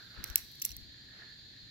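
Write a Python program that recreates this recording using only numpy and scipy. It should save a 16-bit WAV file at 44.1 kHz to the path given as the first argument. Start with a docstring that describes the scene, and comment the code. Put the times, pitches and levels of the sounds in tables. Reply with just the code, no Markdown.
"""Over a steady hiss with faint whining tones, a hand brushes a fleece blanket, close to the microphone.
At 0.2 s it lifts a metal pocket watch with soft bumps and thuds and turns it over. Bow and chain knock
on the case in short bright clicks, the chain slides, and a small room answers. At 0.62 s one link rings
on briefly amid a flurry of clicks. After 0.8 s only the brushing and a few bumps stir over the hiss."""
import sys
import numpy as np
from scipy import signal
from scipy.fft import rfft, irfft
from scipy.io import wavfile

SR = 44100
rng = np.random.default_rng(int(sys.argv[2]) if len(sys.argv) > 2 else 0)


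def to_wav(s):
    """Save 16-bit WAV."""
    ch = np.atleast_2d(s).T  # columns
    pcm = np.round(np.clip(ch, -1, 1) * 32767)  # PCM
    wavfile.write(sys.argv[1], SR, pcm.astype(np.int16))


N = 74970
T, FREQS = np.arange(N) / SR, np.fft.rfftfreq(N, 1 / SR)

# Stereo image of the noises. Each row: frequency in Hz, left-right correlation.
LIKENESS = [(30, 0), (130, 1), (300, 0.79), (700, 0.407), (1700, 0.058), (3000, 0), (4300, 0.21),
            (12000, 0)]
# Colour of the hiss. Each row: frequency in Hz, relative level in dB.
HISS_COLOUR = [(25, -8), (60, 2), (130, -1), (280, -4), (450, -14.5), (800, -19.5), (1200, -25), (1700, -9),
               (2400, -14), (2950, -14.5), (3280, -5), (3550, -7.5), (4250, 1.5), (4450, -16.5),
               (4720, -3.5), (5050, -13.5), (6000, -21), (7000, -16.5), (8400, -39), (12000, -30),
               (16000, -35)]
# Where the hiss sits. Each row: frequency in Hz, left over right in dB.
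HISS_PAN = [(40, 3), (150, 2.5), (600, 8), (1200, 1.5), (2400, -7.5), (4200, -1.5), (5500, -1), (7000, 8.5),
            (12000, 0)]
# Faint whines in the hiss. Each row: pitch in Hz, level in dB.
WHINES = [(3575, -67.5), (3855, -66), (3970, -70), (4045, -83), (4080, -73.5), (4170, -68), (4206, -70),
          (4234, -71.5), (4262, -63.5), (4377, -64), (4439, -91), (4586, -68.5), (4657, -71.5), (4711, -66)]
HISS_DB, WHINE_WIDTH_HZ = -56.5, 17
HUM_HZ, HUM_DB, HUM_WIDTH_HZ = 118.7, -66.5, 16

# The hand's stroke on the fleece. Each row: time in seconds, level in dB, swish centre and width in Hz.
BRUSH_STROKE = [(0, -58, 1590, 338), (.07, -63, 1596, 300.3), (.12, -61, 1575, 326.8),
                (.165, -56, 1517, 556), (.25, -56.5, 1609, 478), (.31, -56, 1587, 403.3),
                (.37, -58.5, 1699, 399.6), (.48, -76, 1824, 258.1), (.75, -78.5, 1770, 220.2),
                (.97, -63.5, 1776, 198.1), (1.07, -65, 1747, 202.1), (1.14, -59, 1788, 240),
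                (1.22, -57, 1764, 282.1), (1.32, -62, 1757, 218.8), (1.42, -70.5, 1733, 200),
                (1.58, -64, 1789, 201.4), (1.7, -72, 1794, 199)]
# The dry rub under the swish. Each row: frequency in Hz, relative level in dB.
RUSTLE_COLOUR = [(100, -7), (300, -1), (750, -3.5), (1100, -6), (1450, 3), (2200, -2), (5000, -7),
                 (8000, -32), (16000, -38)]
SWISH_WIDTH_HZ, BRUSH_REST_DB = 330, -63.5
RUSTLE_DB, RUSTLE_DB_PER_DB = -74.5, 2.4

# Soft bumps of the hand. Each row: centre in seconds, level in dB, half length in seconds.
BUMPS = [(0.199, -48.5, 0.018), (0.232, -52, 0.026), (0.316, -55, .012), (0.405, -56, 0.052),
         (0.729, -52, 0.012), (0.767, -61, .029), (.836, -56.5, 0.038), (1.648, -62.5, .018)]
# Their rumble. Each row: frequency in Hz, relative level in dB.
BUMP_COLOUR = [(20, -10), (55, 2.5), (85, -3.5), (140, -14), (300, -14.5), (800, -70.5), (4000, -78.5)]
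# Thuds of hand and watch. Each row: centre in seconds, envelope level in dB, pitch in Hz.
THUDS = [(.196, -41, 61), (.309, -39, 63.1), (0.711, -45, 64), (.729, -46, 55.6)]

# Metal knocks on the case, coloured by the point of contact. Each row: start in seconds, level in dB,
# boosts in dB for low, clink, snap, bright, treble and top, then left over right in dB.
KNOCKS = [(.2408, -34.5, 13, 8, 9, 0, 3, 5, -5), (.3002, -41.5, -8, 6, 5, 1, -5, -2, -5),
          (.3064, -56, -7, -6, 4.5, -12, -4, -2, -2), (.3573, -21, 2, 6.5, 6.5, -0.5, 3, 11, 0),
          (.3801, -42, -14, 14, 7.5, -3, 5, 8, 3), (.5159, -58.5, 3, -3.5, -2, -1, 5.5, 7, 0),
          (.5549, -58.5, 0, -7, 1.5, -18, 9, -2, -8), (.5987, -48.5, 2, 3, 5.5, -2, 2, -11, -8),
          (.6176, -40.5, -21, 16.5, -7, 12, -12.5, 8, 1), (.6203, -34, -23, -11.5, 4, 1, -13.5, -5.5, -2.5),
          (.6218, -36, -27, 4, 1.5, -0.5, -4.5, 3, 3.5), (.6423, -45.5, 6.5, -4, -12, -6, -9.5, 2.5, 3.5),
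          (.6483, -37.5, -1, 15, 0, 6.5, 2.5, -6.5, 7.5), (.6514, -28.5, 3.5, 0.5, -6, 2.5, 15.5, 4.5, -8),
          (.6597, -42, -8, -17, -11, -7, 11.5, 14, 0.5),
          (.6867, -55, -0.5, -2.5, -0.5, -4.5, -13.5, 0, -13.5), (.6921, -48, 1.5, -2.5, 0, -4, 2, 0, -7.5),
          (.7065, -49.5, 0, 20.5, -9, 3, 6, 8, 1), (.7167, -44, -3, 4, 8, 1, -13, 2, -0.5),
          (.7227, -51.5, 3.5, -6, 9, 4, -4, -10, 2), (.7661, -45, 3, -6, -10, 5, 7.5, 8, -2)]
# The bands of that colour, in Hz: low, clink, snap, ping, bright, treble, top.
BANDS_HZ = [2150, 2800, 4200, 5700, 7200, 11500, 14500]
# The crack of contact. Each row: frequency in Hz, gain in dB.
CRACK_COLOUR = [(150, -48), (600, -43), (1000, -32), (2500, -21.5), (4200, -33.5), (6000, -9.5), (8000, 1),
                (9300, -12.5), (10300, -0.5), (12000, -12), (16000, 0.5)]
# Modes of the hand-damped case. Each row: pitch in Hz, left and right level in dB, T60 in seconds.
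CASE_MODES = [(2146, -15.4, -14.0, 0.0112), (2775, -10.9, -12.4, 0.008), (3264, -18.9, -17.0, 0.0084),
              (4137, -9.3, -8.8, 0.0079), (4848, -10.4, -7.1, 0.0091), (5716, 3.2, 8.7, 0.0089),
              (6775, -8.1, -4.6, 0.0092), (7279, 1.3, -6.2, 0.0069), (8335, -9.9, -4.9, 0.0085),
              (10670, -9.8, -15.3, 0.0097), (11216, 0.1, -4.4, 0.0083), (11625, -2.6, -5.1, 0.0084),
              (12366, 6.2, 3.4, 0.0061), (13201, -12.7, -7.1, 0.0086), (14287, -8.4, 3.3, 0.0068),
              (14679, -12.1, -2.9, 0.0082), (15445, -0.6, -8.0, 0.0072)]
ATTACK_S, CONTACT_S, CRACK_DECAY_S, CRACK_DB = .0001, .000391, .0013, 2
MODE_SCATTER_DB, GRIP_DETUNE = 3.5, .005  # blow-to-blow spread of level and of pitch (a fraction)
CASE_LOW_HZ = 1000  # the small case radiates little below this

# Colour of the room's tail. Each row: frequency in Hz, relative level in dB.
ROOM_COLOUR = [(500, 10), (1200, 17.5), (3000, 5), (6000, -14), (9000, -0.5), (12000, -3), (16000, -12.5)]
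ROOM_DB, ROOM_T60_S, ROOM_DELAY_S, ROOM_BUILD_S = -14.5, .29, .0078, .0047

# The chain's slide along the case. Each row: time in seconds, tick strength in dB.
CHAIN_SLIDE = [(0, -78), (.21, -82.5), (.28, -63.5), (.35, -75.5), (.378, -49.5), (.39, -57), (.41, -63),
               (.48, -71.5), (.6, -74.5), (.67, -59.5), (.74, -78.5), (.8, -77.5), (.9, -92.5),
               (1.7, -96.5)]
# A link swings free until it lands. Each row: start in seconds, level in dB, free time in seconds.
LINK_SWINGS = [(.6206, -31, .0092)]
# The link's ring. Each row: pitch in Hz, relative level in dB, T60 in seconds.
LINK_MODES = [(5790, -12, .025), (7430, -5, .022), (12670, 0, .09)]


def from_db(db):
    """Decibels to gain."""
    return 10 ** (np.asarray(db) / 20)


def rms_one(x):
    """Scale to unit level."""
    return x / np.sqrt(np.mean(x ** 2) + 1e-20)


def in_time(rows):
    """Each column of an automation curve, sample by sample."""
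    times, *columns = np.transpose(rows)
    return [np.interp(T, times, column) for column in columns]


def over_hz(points):
    """An EQ curve joined on a log frequency axis."""
    hz, value = np.transpose(points)
    return np.interp(np.log(FREQS + 1), np.log(hz), value)


def panned(pan_db):
    """Left and right gains of constant power; positive leans left."""
    gains = from_db(np.array([[.5], [-.5]]) * pan_db)
    return gains / np.sqrt(np.mean(gains ** 2, axis=0))


def decay(age, t60):
    """A fade of 60 dB every t60 seconds."""
    return np.exp(-np.log(1000) * age / t60)


def noise(gain):
    """Unit-level stereo noise of a given colour, nearly mono in the bass."""
    mid, side = rfft(rng.standard_normal((2, N)))
    alike = np.clip(over_hz(LIKENESS), -.99, .99)
    stereo = np.sqrt(1 + alike) * mid + np.sqrt(1 - alike) * side * [[1], [-1]]
    return rms_one(irfft(gain * stereo, N))


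def noise_band(hz, half_width_hz):
    """A narrow band of noise, heard as a wavering tone."""
    return noise(1 / (1 + ((FREQS - hz) / half_width_hz) ** 2))


def background():
    """The bed: room hiss with a low hum and a cluster of wavering whines."""
    hiss = from_db(HISS_DB) * noise(from_db(over_hz(HISS_COLOUR)) * panned(over_hz(HISS_PAN)))
    hum = from_db(HUM_DB) * noise_band(HUM_HZ, HUM_WIDTH_HZ)
    whines = sum(from_db(db) * noise_band(hz, WHINE_WIDTH_HZ) for hz, db in WHINES)
    return hiss + hum + whines


def brush():
    """Hand on fleece: a hollow swish, over a dry rustle that grows with pressure."""
    level_db, centre_hz, width_hz = in_time(BRUSH_STROKE)
    flutter = noise_band(0, SWISH_WIDTH_HZ / 2)
    playhead = np.cumsum(width_hz / SWISH_WIDTH_HZ)  # faster flutter widens the swish
    grain = np.array([np.interp(playhead, np.arange(N), side, period=N) for side in flutter])
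    swish = rms_one(grain * np.cos(2 * np.pi * np.cumsum(centre_hz) / SR))
    pressure_db = level_db - BRUSH_REST_DB
    rustle = from_db(RUSTLE_DB + RUSTLE_DB_PER_DB * pressure_db) * noise(from_db(over_hz(RUSTLE_COLOUR)))
    return from_db(level_db) * swish * panned(pan_db=-7.5) + rustle


def bumps():
    """Dull swells of handling rumble, mostly on the left."""
    swell = sum(from_db(db) * np.exp(-.5 * ((T - s) / half_s) ** 2) for s, db, half_s in BUMPS)
    return swell * noise(from_db(over_hz(BUMP_COLOUR))) * panned(pan_db=14)


def thuds(half_length_cycles=.46):
    """Hand and watch give a padded push and rebound, too damped to ring."""
    out = np.zeros(N)
    for s, db, hz in THUDS:
        cycles = (T - s) * hz
        out += from_db(db) * np.exp(-.5 * (cycles / half_length_cycles) ** 2) * np.sin(2 * np.pi * cycles)
    return out * panned(pan_db=22)


def minimum_phase(gain):
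    """The tightest impulse response with this spectrum."""
    cepstrum = irfft(np.log(gain), N)
    fold = np.r_[1, np.full(N // 2 - 1, 2), np.zeros(N - N // 2)]
    return irfft(np.exp(rfft(cepstrum * fold)), N)


def knock(colour_db, size=2048):
    """One blow: a brief crack, and every case mode ringing a little differently to each side."""
    t = T[:size]
    burst = rng.standard_normal((2, size)) * (1 - np.exp(-t / ATTACK_S)) * np.exp(-t / CRACK_DECAY_S)
    crack_db = CRACK_DB + over_hz(CRACK_COLOUR) + np.interp(FREQS, BANDS_HZ, colour_db)
    crack_eq = minimum_phase(from_db(crack_db))
    out = signal.fftconvolve(burst, crack_eq[None, :size], axes=1)[:, :size]
    for hz, left_db, right_db, t60 in CASE_MODES:
        age = np.maximum(t - CONTACT_S * rng.random((2, 1)), 0)
        scatter_db = MODE_SCATTER_DB * rng.standard_normal((2, 1))
        db = np.array([[left_db], [right_db]]) + np.interp(hz, BANDS_HZ, colour_db) + scatter_db
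        pitch = hz * (1 + GRIP_DETUNE * rng.standard_normal())
        envelope = (1 - np.exp(-age / ATTACK_S)) * decay(age, t60)
        out += from_db(db) * envelope * np.sin(2 * np.pi * pitch * age)
    return out


def case_knocks():
    """Bow and chain strike the case, each hit with its own weight, colour and side."""
    out = np.zeros((2, N))
    for s, db, low, clink, snap, bright, treble, top, pan_db in KNOCKS:
        hit = knock([low, clink, snap, 0, bright, treble, top])  # the ping band stays flat
        start = int(s * SR)
        out[:, start:start + hit.shape[1]] += from_db(db) * panned(pan_db) * hit
    return out


def room(x):
    """The small room answers: a diffuse tail that starts with the nearest wall."""
    age = np.maximum(T - ROOM_DELAY_S, 0)
    envelope = (1 - np.exp(-age / ROOM_BUILD_S)) * decay(age, ROOM_T60_S)
    tail = rms_one(noise(from_db(over_hz(ROOM_COLOUR))) * envelope) / np.sqrt(N)
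    return from_db(ROOM_DB) * signal.fftconvolve(x, tail, axes=1)[:, :N]


def ring(ticks, hz, t60):
    """A resonator: each tick sets a fading sine ringing."""
    radius, angle = decay(1 / SR, t60), 2 * np.pi * hz / SR
    return signal.lfilter([0, np.sin(angle)], [1, -2 * radius * np.cos(angle), radius ** 2], ticks + 1e-18)


def chain(ticks_per_s=1800):
    """Sliding links set the case ringing with dense, tiny ticks."""
    ticks = (rng.random(N) < ticks_per_s / SR) * from_db(in_time(CHAIN_SLIDE)[0])
    out = np.zeros((2, N))
    for hz, left_db, right_db, t60 in CASE_MODES:
        drive = ticks * rng.standard_normal((2, N)) * from_db([[left_db], [right_db]])
        out += ring(drive, hz, t60)
    return out


def link(choke_s=.0005):
    """A loose link rings and is choked when it lands."""
    out = np.zeros((2, N))
    for s, db, free_s in LINK_SWINGS:
        age = np.maximum(T - s, 0)
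        gate = (T > s) * np.exp(-np.maximum(age - free_s, 0) / choke_s)
        for hz, mode_db, t60 in LINK_MODES:
            phase = 2 * np.pi * rng.random((2, 1))
            out += gate * from_db(db + mode_db) * decay(age, t60) * np.sin(2 * np.pi * hz * age + phase)
    return out


def scene():
    """The mix: thin, bright metal with its room tail; the hand and the hiss stay dry."""
    low_cut = signal.butter(3, CASE_LOW_HZ, "high", fs=SR, output="sos")
    metal = signal.sosfilt(low_cut, case_knocks() + link() + chain())
    return metal + room(metal) + brush() + bumps() + thuds() + background()


def record(dry):
    """A steep high cut takes off the air above 16.1 kHz."""
    high_cut = signal.ellip(10, .1, 70, 16100, fs=SR, output="sos")
    return signal.sosfilt(high_cut, dry)


dry = scene()
out = record(dry)
to_wav(out)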